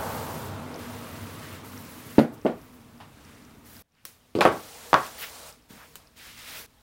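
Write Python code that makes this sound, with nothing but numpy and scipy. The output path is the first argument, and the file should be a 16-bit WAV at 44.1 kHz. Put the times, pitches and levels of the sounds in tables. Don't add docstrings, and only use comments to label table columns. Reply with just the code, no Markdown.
import sys
import numpy as np
from scipy import signal
from scipy.fft import rfft, irfft, next_fast_len
from scipy.io import wavfile
from scipy.ndimage import uniform_filter1d

SR = 44100
rng = np.random.default_rng(int(sys.argv[2]) if len(sys.argv) > 2 else 0)


def file_out(sig):
    cols = np.atleast_2d(sig).T
    lim = np.clip(cols, -1, 1)
    pcm = np.round(lim * 32767).astype(np.int16)
    wavfile.write(sys.argv[1], SR, pcm)


N = 300745
CHANGE_S = 3.823


def amp(db):
    return 10 ** (np.asarray(db) / 20)


def evened(x):
    return x / np.sqrt(np.mean(x ** 2) + 1e-20)


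def read(points, hz):
    f, value = np.transpose(points)
    return np.interp(np.log(hz + 1), np.log(f + 1), value)


def add(mix, start_s, sound):
    part = mix[round(start_s * SR):][:len(sound)]
    part += sound[:len(part)]


def noise(shape, size, patchy_db, flicker_db, tones=()):
    frames = 4 * N // size + 5
    hz = np.fft.rfftfreq(size, 1 / SR)
    real, imag, patches = rng.standard_normal((frames, len(hz), 3)).T
    patches = uniform_filter1d(patches, size=8, axis=0)
    patches = evened(uniform_filter1d(patches, size=10, axis=1))
    flicker = evened(uniform_filter1d(rng.standard_normal(frames), size=3))
    level_db = read(shape, hz)[:, None] + patchy_db * patches + flicker_db * flicker
    lift = np.ones(len(hz))
    for pitch_hz, width_hz, gain_db in tones:
        lift += amp(gain_db) / (1 + (2 * (hz - pitch_hz) / width_hz) ** 2)
    spectra = (real + 1j * imag) * amp(level_db) * lift[:, None]
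    return evened(signal.istft(spectra, nperseg=size, noverlap=3 * size // 4)[1][:N])


# start_s, rise_s, fall_s, hiss_db at the turn,
# drop_at_start_db, drop_at_end_db, scrape_above_hiss_db, sheen_above_hiss_db
RAG_STROKES = [(0, 0.15, 0.33, -47, 3, 6, -2, 5), (0, .5, 1.68, -57, -1, 7, 7, -1),
               (.775, 0.43, .35, -54.5, 0, 0.5, 3, 3), (1.36, 0.099, 0.16, -62, 1, 1.5, 9, -4),
               (1.63, 0.11, 0.45, -56, 0, -2, 0.5, 5.5), (2.2, 0.42, 1.02, -69.5, -2, 0, 7, -1),
               (2.32, 0.023, .02, -59, 3, 11, -5, 8.5), (2.55, 0.079, 0.055, -71, 5, 3, 8, 10),
               (2.71, .04, .03, -68, 5, 13, 0, 10), (3.1, 0.19, 0.22, -63, 8, 6, 5, -5),
               (3.64, 0.15, 0.019, -56.5, 2.5, 2, -0.5, 6)]
# the same columns, then drag_above_hiss_db
SLIDES = [(4.5, 1, 0.011, -50.5, 0.5, 5.7, -2, -0.5, -1), (4.95, 0.12, 0.043, -47, 8, 17, 2, -1, -14),
          (5.165, 0.055, 0.06, -47.5, 6.5, 8.4, 6, 9.5, -11.5),
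          (5.3, 0.044, 0.21, -58, 7, 7.5, -3.5, -7, -12),
          (5.685, 0.056, 0.22, -58, -0.5, 7.9, 0.5, 2.5, -2.5),
          (5.97, .01, 0.093, -64, -1.5, 8.3, 0.5, -0.5, 5.5),
          (6.155, 0.12, 0.097, -53, 5.5, 3.9, 4.5, 0.5, -27),
          (6.36, .12, 0.1, -51, 3.5, 1.3, 4.5, 0.5, -16),
          (6.46, 0.13, 0.065, -47.5, 6, 9.7, 2.5, 4.5, -5.5)]
SLIDES_STOP_S = 6.663
ATTACK_S, RELEASE_DB_PER_S = .02, 230


def strokes(rows, stop_s):
    t, power = np.arange(N) / SR, 0
    for start_s, rise_s, fall_s, turn_db, start_drop_db, end_drop_db, *above_hiss_db in rows:
        turn_s = start_s + rise_s
        end_s = turn_s + fall_s
        drop_db = np.interp(t, [start_s, turn_s, end_s, end_s + 1],
                            [start_drop_db, 0, end_drop_db, end_drop_db + RELEASE_DB_PER_S])
        attack = np.clip((t - start_s) / ATTACK_S + (start_s == 0), 0, 1)
        touch = attack * amp(turn_db - drop_db) * (t < stop_s)
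        power = power + (touch * amp([0, *above_hiss_db])[:, None]) ** 2
    return np.sqrt(power)


RISE_END_S, RISE_DB_PER_S = 4.08, 85


def rise():
    t = np.arange(N) / SR
    return amp(-RISE_DB_PER_S * np.maximum(RISE_END_S - t, 0)) * (t >= CHANGE_S)


# freq_hz, relative_db_per_hz
FLOOR = [(12, -34.5), (20, 3.5), (162, 4.5), (637, -9), (713, -6.5), (916, -10), (2430, -17),
         (15800, -26.5)]
FLOOR_DB = -75


def noise_floor():
    return amp(FLOOR_DB) * noise(FLOOR, size=2048, patchy_db=1.5, flicker_db=2.0)


# freq_hz, relative_db_per_hz
DEEP = [(10, -5), (25, -17), (60, 8), (90, -7), (200, -24.5)]
BOOM = [(40, -30), (70, -9), (100, 3), (280, -2.5), (420, -4.5), (900, -48), (3000, -62)]
ROAR = [(200, -27.5), (450, 3), (900, -1.5), (1400, -4), (2200, -22), (5000, -32.5)]
# pitch_hz, width_hz, added_gain_db
SHOP_TONES = [(93.8, 25, 5), (150, 11, 1), (205, 5.9, 1.5), (242.8, 18, 12), (301, 14, 4.5),
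              (467.8, 6.7, 10), (644, 32, -1.5), (836, 13, -2), (937, 21, 3), (1130, 64, -4),
              (1295, 30, -4.5)]
# plank_in_hand_db, plank_down_db, after_change_db
DEEP_DB = (-19.5, -8, -0.5)
RUMBLE_DB, RUMBLE_FADE_DB_PER_S, RUMBLE_REST_DB = -37, 5.0, -53.5
PLANK_DOWN_S, PLANK_DOWN_DB = 2.4, -8
ROAR_DB, ROAR_DROP_DB, ROAR_DROP_S = 2.5, 10.5, 1
DRONE_HZ, DRONE_DB, DRONE_FADE_DB_PER_S = 97.4, -3, 10
BENCH_DB, BENCH_FOLLOW_POWER, BENCH_ROAR_DB = -66, 0.23, -3.5
REST_DB = -74


def rumble(slides):
    t = np.arange(N) / SR
    early, down = t < CHANGE_S, t > PLANK_DOWN_S
    fading = amp(RUMBLE_DB - RUMBLE_FADE_DB_PER_S * t + PLANK_DOWN_DB * down)
    dying = np.hypot(fading, amp(RUMBLE_REST_DB))
    bench = amp(BENCH_DB) * rise() * (1 + slides[0] / amp(REST_DB)) ** BENCH_FOLLOW_POWER
    level = np.where(early, dying, bench)
    early_roar_db = ROAR_DB - ROAR_DROP_DB * (1 - np.exp(-t / ROAR_DROP_S))
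    roar_gain = amp(np.where(early, early_roar_db, BENCH_ROAR_DB))
    deep_gain = amp(np.choose(down.astype(int) + ~early, DEEP_DB))
    deep = noise(DEEP, size=4096, patchy_db=.5, flicker_db=.5)
    boom = noise(BOOM, size=4096, patchy_db=1.23, flicker_db=0.47, tones=SHOP_TONES)
    roar = noise(ROAR, size=2048, patchy_db=1.15, flicker_db=0.1, tones=SHOP_TONES)
    waver = evened(uniform_filter1d(rng.standard_normal(N), size=8000))
    drone = np.sin(2 * np.pi * np.cumsum(DRONE_HZ * (1 + .015 * waver)) / SR) * early
    low = boom + deep_gain * deep + amp(DRONE_DB - DRONE_FADE_DB_PER_S * t) * drone
    drag = slides[-1]
    return level * low + np.hypot(level * roar_gain, drag) * roar


# start_s, end_s, pitch_hz, level_db
FAINT_HUM = (6.05, 6.62, 186, -69)


def hum():
    start_s, end_s, pitch_hz, level_db = FAINT_HUM
    out, t = np.zeros(N), np.arange(0, end_s - start_s, 1 / SR)
    tone = np.sin(2 * np.pi * pitch_hz * t) * signal.windows.tukey(len(t), .4)
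    add(out, start_s, amp(level_db) * tone)
    return out


# start_s, level_db before decay, pitch_hz
TICKS = [(0.3418, -35.5, 5500), (0.7433, -27.5, 5030), (0.7607, -31.5, 5940), (1.7774, -31, 5660),
         (2.3795, -48, 4860), (2.9796, -46, 4940), (3.767, -34, 4950), (3.9215, -56, 5680),
         (3.9506, -56.5, 4950), (5.51, -40, 5030), (5.526, -35, 5270), (6.0726, -40, 5010)]
# start_s, end_s, level_db before decay and spread
TICKING = [(2.415, 2.85, -48), (3.15, 3.7, -43), (5.624, 6.05, -48)]
TICKING_PERIOD_S, TICKING_HZ, TICKING_SPREAD_DB = .1002, 5500, 3.5


def ticks():
    out, t = np.zeros(N), np.arange(600) / SR
    even = []
    for first_s, end_s, mean_db in TICKING:
        for start_s in np.arange(first_s, end_s, TICKING_PERIOD_S):
            level_db = mean_db + TICKING_SPREAD_DB * rng.standard_normal()
            even.append((start_s, level_db, TICKING_HZ * rng.uniform(.95, 1.05)))
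    for start_s, level_db, pitch_hz in TICKS + even:
        envelope = amp(level_db - 60 * t / .005) * np.minimum(t / .0004, 1)
        add(out, start_s, envelope * np.sin(2 * np.pi * pitch_hz * t))
    return out


# start_s, level_db before decay, ring_hz, ring_rel_db, tail_rel_db, tail_t60_s
TAPS = [(4.0528, -27, 5530, -17, -17, 0.34), (4.056, -40, 1990, -20, -22, .09),
        (4.06, -45.5, 1600, -15, -26, .09), (5.956, -32.5, 3040, -12.5, -10.5, 0.12)]


def taps():
    out, t = np.zeros(N), np.arange(SR // 4) / SR
    for start_s, level_db, ring_hz, ring_db, tail_db, tail_t60_s in TAPS:
        click, tail = rng.standard_normal((2, len(t)))
        click *= amp(-60 * t / 0.0085)
        ring = amp(ring_db - 60 * t / 0.044) * np.sin(2 * np.pi * ring_hz * t)
        tail *= amp(tail_db - 60 * t / tail_t60_s)
        add(out, start_s, amp(level_db) * (click + ring + tail))
    return out


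# middle_s, length_s, pitch_hz, level_db before the window
SCUFFS = [(5.235, 0.069, 2000, -39), (5.815, 0.17, 1270, -51), (3.99, 0.18, 1900, -69),
          (1.45, 0.095, 2100, -52)]


def scuffs():
    out = np.zeros(N)
    for middle_s, length_s, pitch_hz, level_db in SCUFFS:
        band = signal.butter(2, [pitch_hz / 1.7, pitch_hz * 1.7], "band", fs=SR)
        drag = signal.lfilter(*band, rng.standard_normal(SR // 2))[:round(length_s * SR)]
        add(out, middle_s - length_s / 2, amp(level_db) * evened(drag) * np.hanning(len(drag)))
    return out


# pitch_hz, width_hz, level_db before fade, hold_s, fade_db_per_s
FIRST_BODY = (882, 128, -39.5, 0.13, 64.5)


def first_body():
    pitch_hz, width_hz, level_db, hold_s, fade_db_per_s = FIRST_BODY
    t = np.arange(N) / SR
    band = signal.lfilter(*signal.iirpeak(pitch_hz, pitch_hz / width_hz, SR), rng.standard_normal(N))
    return evened(band) * amp(level_db - fade_db_per_s * np.maximum(t - hold_s, 0))


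FIBRES_PER_S, FIBRE_SPREAD_DB = 2500, 2


def fibres(shape):
    caught = rng.random(N) < FIBRES_PER_S / SR
    strength = amp(FIBRE_SPREAD_DB * np.minimum(rng.exponential(size=N), 4))
    catches = caught * strength * rng.choice([-1., 1.], N)
    size = next_fast_len(N)
    colour = amp(read(shape, np.fft.rfftfreq(size, 1 / SR)))
    return evened(irfft(rfft(catches, size) * colour, size)[:N])


# freq_hz, relative_db_per_hz
HISS = [(1500, -26), (4000, -1.5), (6000, -2), (9500, -2.5), (12000, -11.5), (16000, -31)]
SCRAPE = [(500, -17), (1100, 1), (2000, 0), (3500, -5.5), (5500, -15.5), (9000, -35)]
RUSTLE = [(500, -15), (1200, -2), (2000, 0.5), (3200, -1.5), (5500, -7), (9000, -28)]
SHEEN = [(7000, -38), (10500, -3.5), (12500, -2), (16000, 0)]
FIBRE_SHARE = 0.27
REST_SCRAPE_DB, REST_SHEEN_DB = 5.5, -1


def rubbing(rag, slides):
    rest = amp(REST_DB + np.array([[0], [REST_SCRAPE_DB], [REST_SHEEN_DB]])) * rise()
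    hiss = noise(HISS, size=256, patchy_db=1.0, flicker_db=1.06)
    scrape = noise(SCRAPE, size=512, patchy_db=1.5, flicker_db=0.5)
    scrape = np.sqrt(1 - FIBRE_SHARE) * scrape + np.sqrt(FIBRE_SHARE) * fibres(SCRAPE)
    rustle = noise(RUSTLE, size=512, patchy_db=1.5, flicker_db=0.2)
    sheen = noise(SHEEN, size=256, patchy_db=2.5, flicker_db=0.5)
    coarse = np.where(np.arange(N) < CHANGE_S * SR, scrape, rustle)
    gains = np.sqrt(rag ** 2 + slides[:-1] ** 2 + rest ** 2)
    return (gains * [hiss, coarse, sheen]).sum(axis=0) + first_body()


# freq_hz, t60_s
SHOP_DECAY = [(80, 0.36), (250, 0.29), (600, 0.27), (1500, 0.29), (3000, .24), (5000, 0.24), (10000, 0.22)]


def shop(x):
    echoes = np.zeros(SR // 2)
    slots = np.arange(200, SR // 2 - 8, 8)
    echoes[slots + rng.integers(0, 8, len(slots))] = rng.choice([-1., 1.], len(slots))
    hz, t, spectra = signal.stft(echoes, SR, nperseg=256)
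    decay = amp(-60 * t / read(SHOP_DECAY, hz)[:, None])
    tail = signal.istft(spectra * decay, SR, nperseg=256)[1]
    return signal.fftconvolve(x, tail / np.linalg.norm(tail))[:N]


# start_s, blow_db, contact_hz, crack_db before decay, crack_hz,
# tick_db before smoothing and decay, echo_db
PLANK_KNOCKS = [(2.182, 3.5, 290.5, -13.5, 1315, -38, -12), (2.190, -7, 544.7, -25.5, 3890, -52, -15.5),
                (2.197, -6.5, 520, -32, 2428, -25, -5), (2.4495, -12, 307, -44, 1000, -38, -3),
                (2.456, -9.5, 545, -31, 1310, -52, -2.5), (2.464, -11, 360, -26.5, 2300, -52, -8.5),
                (3.0025, -35.5, 895, -44, 3030, -56, 2.5)]
BLOCK_KNOCKS = [(4.352, -13.5, 340, -33.5, 3330, -40.5, 2), (4.388, -13, 442, -37, 4500, -40.5, -2),
                (4.4085, -7, 750, -10.5, 3050, -18, -6), (4.412, -8, 593, -13, 2582, -34.5, -3),
                (4.417, -6.5, 1040, -19.5, 1900, -38, -5), (4.423, -13.5, 885, -34, 2900, -36, -20),
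                (4.4525, 2, 683, -12.5, 1800, -21.5, -5), (4.458, -1, 740, -24.5, 2350, -45.5, -9),
                (4.462, -3.5, 596, -22, 2200, -41.5, -23), (4.473, -9, 398, -29, 2200, -49.5, -3),
                (4.931, 2, 970, -28, 2900, -38, -6), (4.942, 4, 1160, -17.5, 3500, -34.5, -9),
                (5.705, -38.5, 222, -55, 1500, -67, -2), (5.735, -45, 180, -68, 1500, -78, 0)]
# pitch_hz, relative_db, t60_s
PLANK_MODES = [(152.7, -6.5, 0.13), (231.6, -6, 0.19), (302.6, -8, 0.18), (444, -14, 0.13), (546, -10, .05),
               (624.5, -9, 0.119), (895, -10.5, 0.07), (1174, -16.5, 0.092), (1462, -12.5, .07),
               (2110, -25, .08)]
BLOCK_MODES = [(114, -5, .11), (156, -9, .12), (307, -0.5, 0.054), (424, -11, 0.12), (545, -7.5, .12),
               (614, -6, 0.098), (727, -8.5, 0.084), (809, -12, 0.12), (984, -4, 0.092), (1117, 2.5, 0.08),
               (1258, -6.5, 0.11), (1374, -4.5, 0.1), (1530, -6, 0.15), (1840, -9, 0.0344),
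               (2380, -14, 0.061), (2960, -10, 0.031), (3350, -11, 0.053)]


def knocks(events, modes, cycles, ring_db, crack_t60_s, crack_echo_db, bass_cut_hz):
    near, far, t = np.zeros(N), np.zeros(N), np.arange(SR // 4) / SR
    for start_s, blow_db, contact_hz, crack_db, crack_hz, tick_db, echo_db in events:
        turns = contact_hz * t
        envelope = turns / cycles * np.exp(1 - turns / cycles) * (1 - np.exp(-12 * turns))
        swing = -np.sin(2 * np.pi * turns) * envelope

        ring = np.zeros(len(t))
        phases = rng.random(len(modes))
        for (mode_hz, mode_db, t60_s), phase in zip(modes, phases):
            stirred_db = mode_db - 1.5 * np.log2(mode_hz / contact_hz) ** 2
            ring += amp(stirred_db - 60 * t / t60_s) * np.sin(2 * np.pi * (mode_hz * t + phase))
        ring *= np.minimum(turns, 1)
        thud = amp(blow_db) * (swing + amp(ring_db) * ring / abs(ring).max())

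        band = signal.butter(3, [crack_hz / 2.2, crack_hz * 1.2], "band", fs=SR)
        crack = evened(signal.lfilter(*band, rng.standard_normal(len(t))))
        crack *= amp(crack_db - 60 * t / crack_t60_s)
        tick = rng.standard_normal(len(t)) * amp(tick_db - 60 * t / .006)
        tick = uniform_filter1d(tick, size=2)

        snap_band = signal.butter(2, [crack_hz / 3, crack_hz * 1.25], "band", fs=SR)
        snap = signal.lfilter(*snap_band, t == 0)
        snap *= np.linalg.norm(crack) / np.linalg.norm(snap)
        to_room = thud + amp(4.5) * tick + amp(crack_echo_db) * snap
        add(near, start_s, thud + crack + tick)
        add(far, start_s, shop(amp(echo_db) * to_room))
    bass_cut = signal.butter(4, bass_cut_hz, "high", fs=SR)
    return signal.lfilter(*bass_cut, near + far)


def scene():
    rag, slides = strokes(RAG_STROKES, CHANGE_S), strokes(SLIDES, SLIDES_STOP_S)
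    background = noise_floor() + rumble(slides) + hum()
    small = ticks() + taps() + scuffs()
    plank = knocks(PLANK_KNOCKS, PLANK_MODES, cycles=0.42, ring_db=-13.5,
                   crack_t60_s=0.022, crack_echo_db=5.5, bass_cut_hz=121.0)
    blocks = knocks(BLOCK_KNOCKS, BLOCK_MODES, cycles=0.37, ring_db=-13.5,
                    crack_t60_s=0.018, crack_echo_db=1, bass_cut_hz=79)
    return (background + small + rubbing(rag, slides) + plank + blocks)[None]


OVERLOAD, EDGE_HZ = .72, 15950


def record(dry):
    clipped = np.clip(dry, -OVERLOAD, OVERLOAD)
    lowpass = signal.firwin(511, EDGE_HZ, window=("kaiser", 9), fs=SR)
    return signal.oaconvolve(clipped, lowpass[None], "same")


dry = scene()
out = record(dry)
file_out(out)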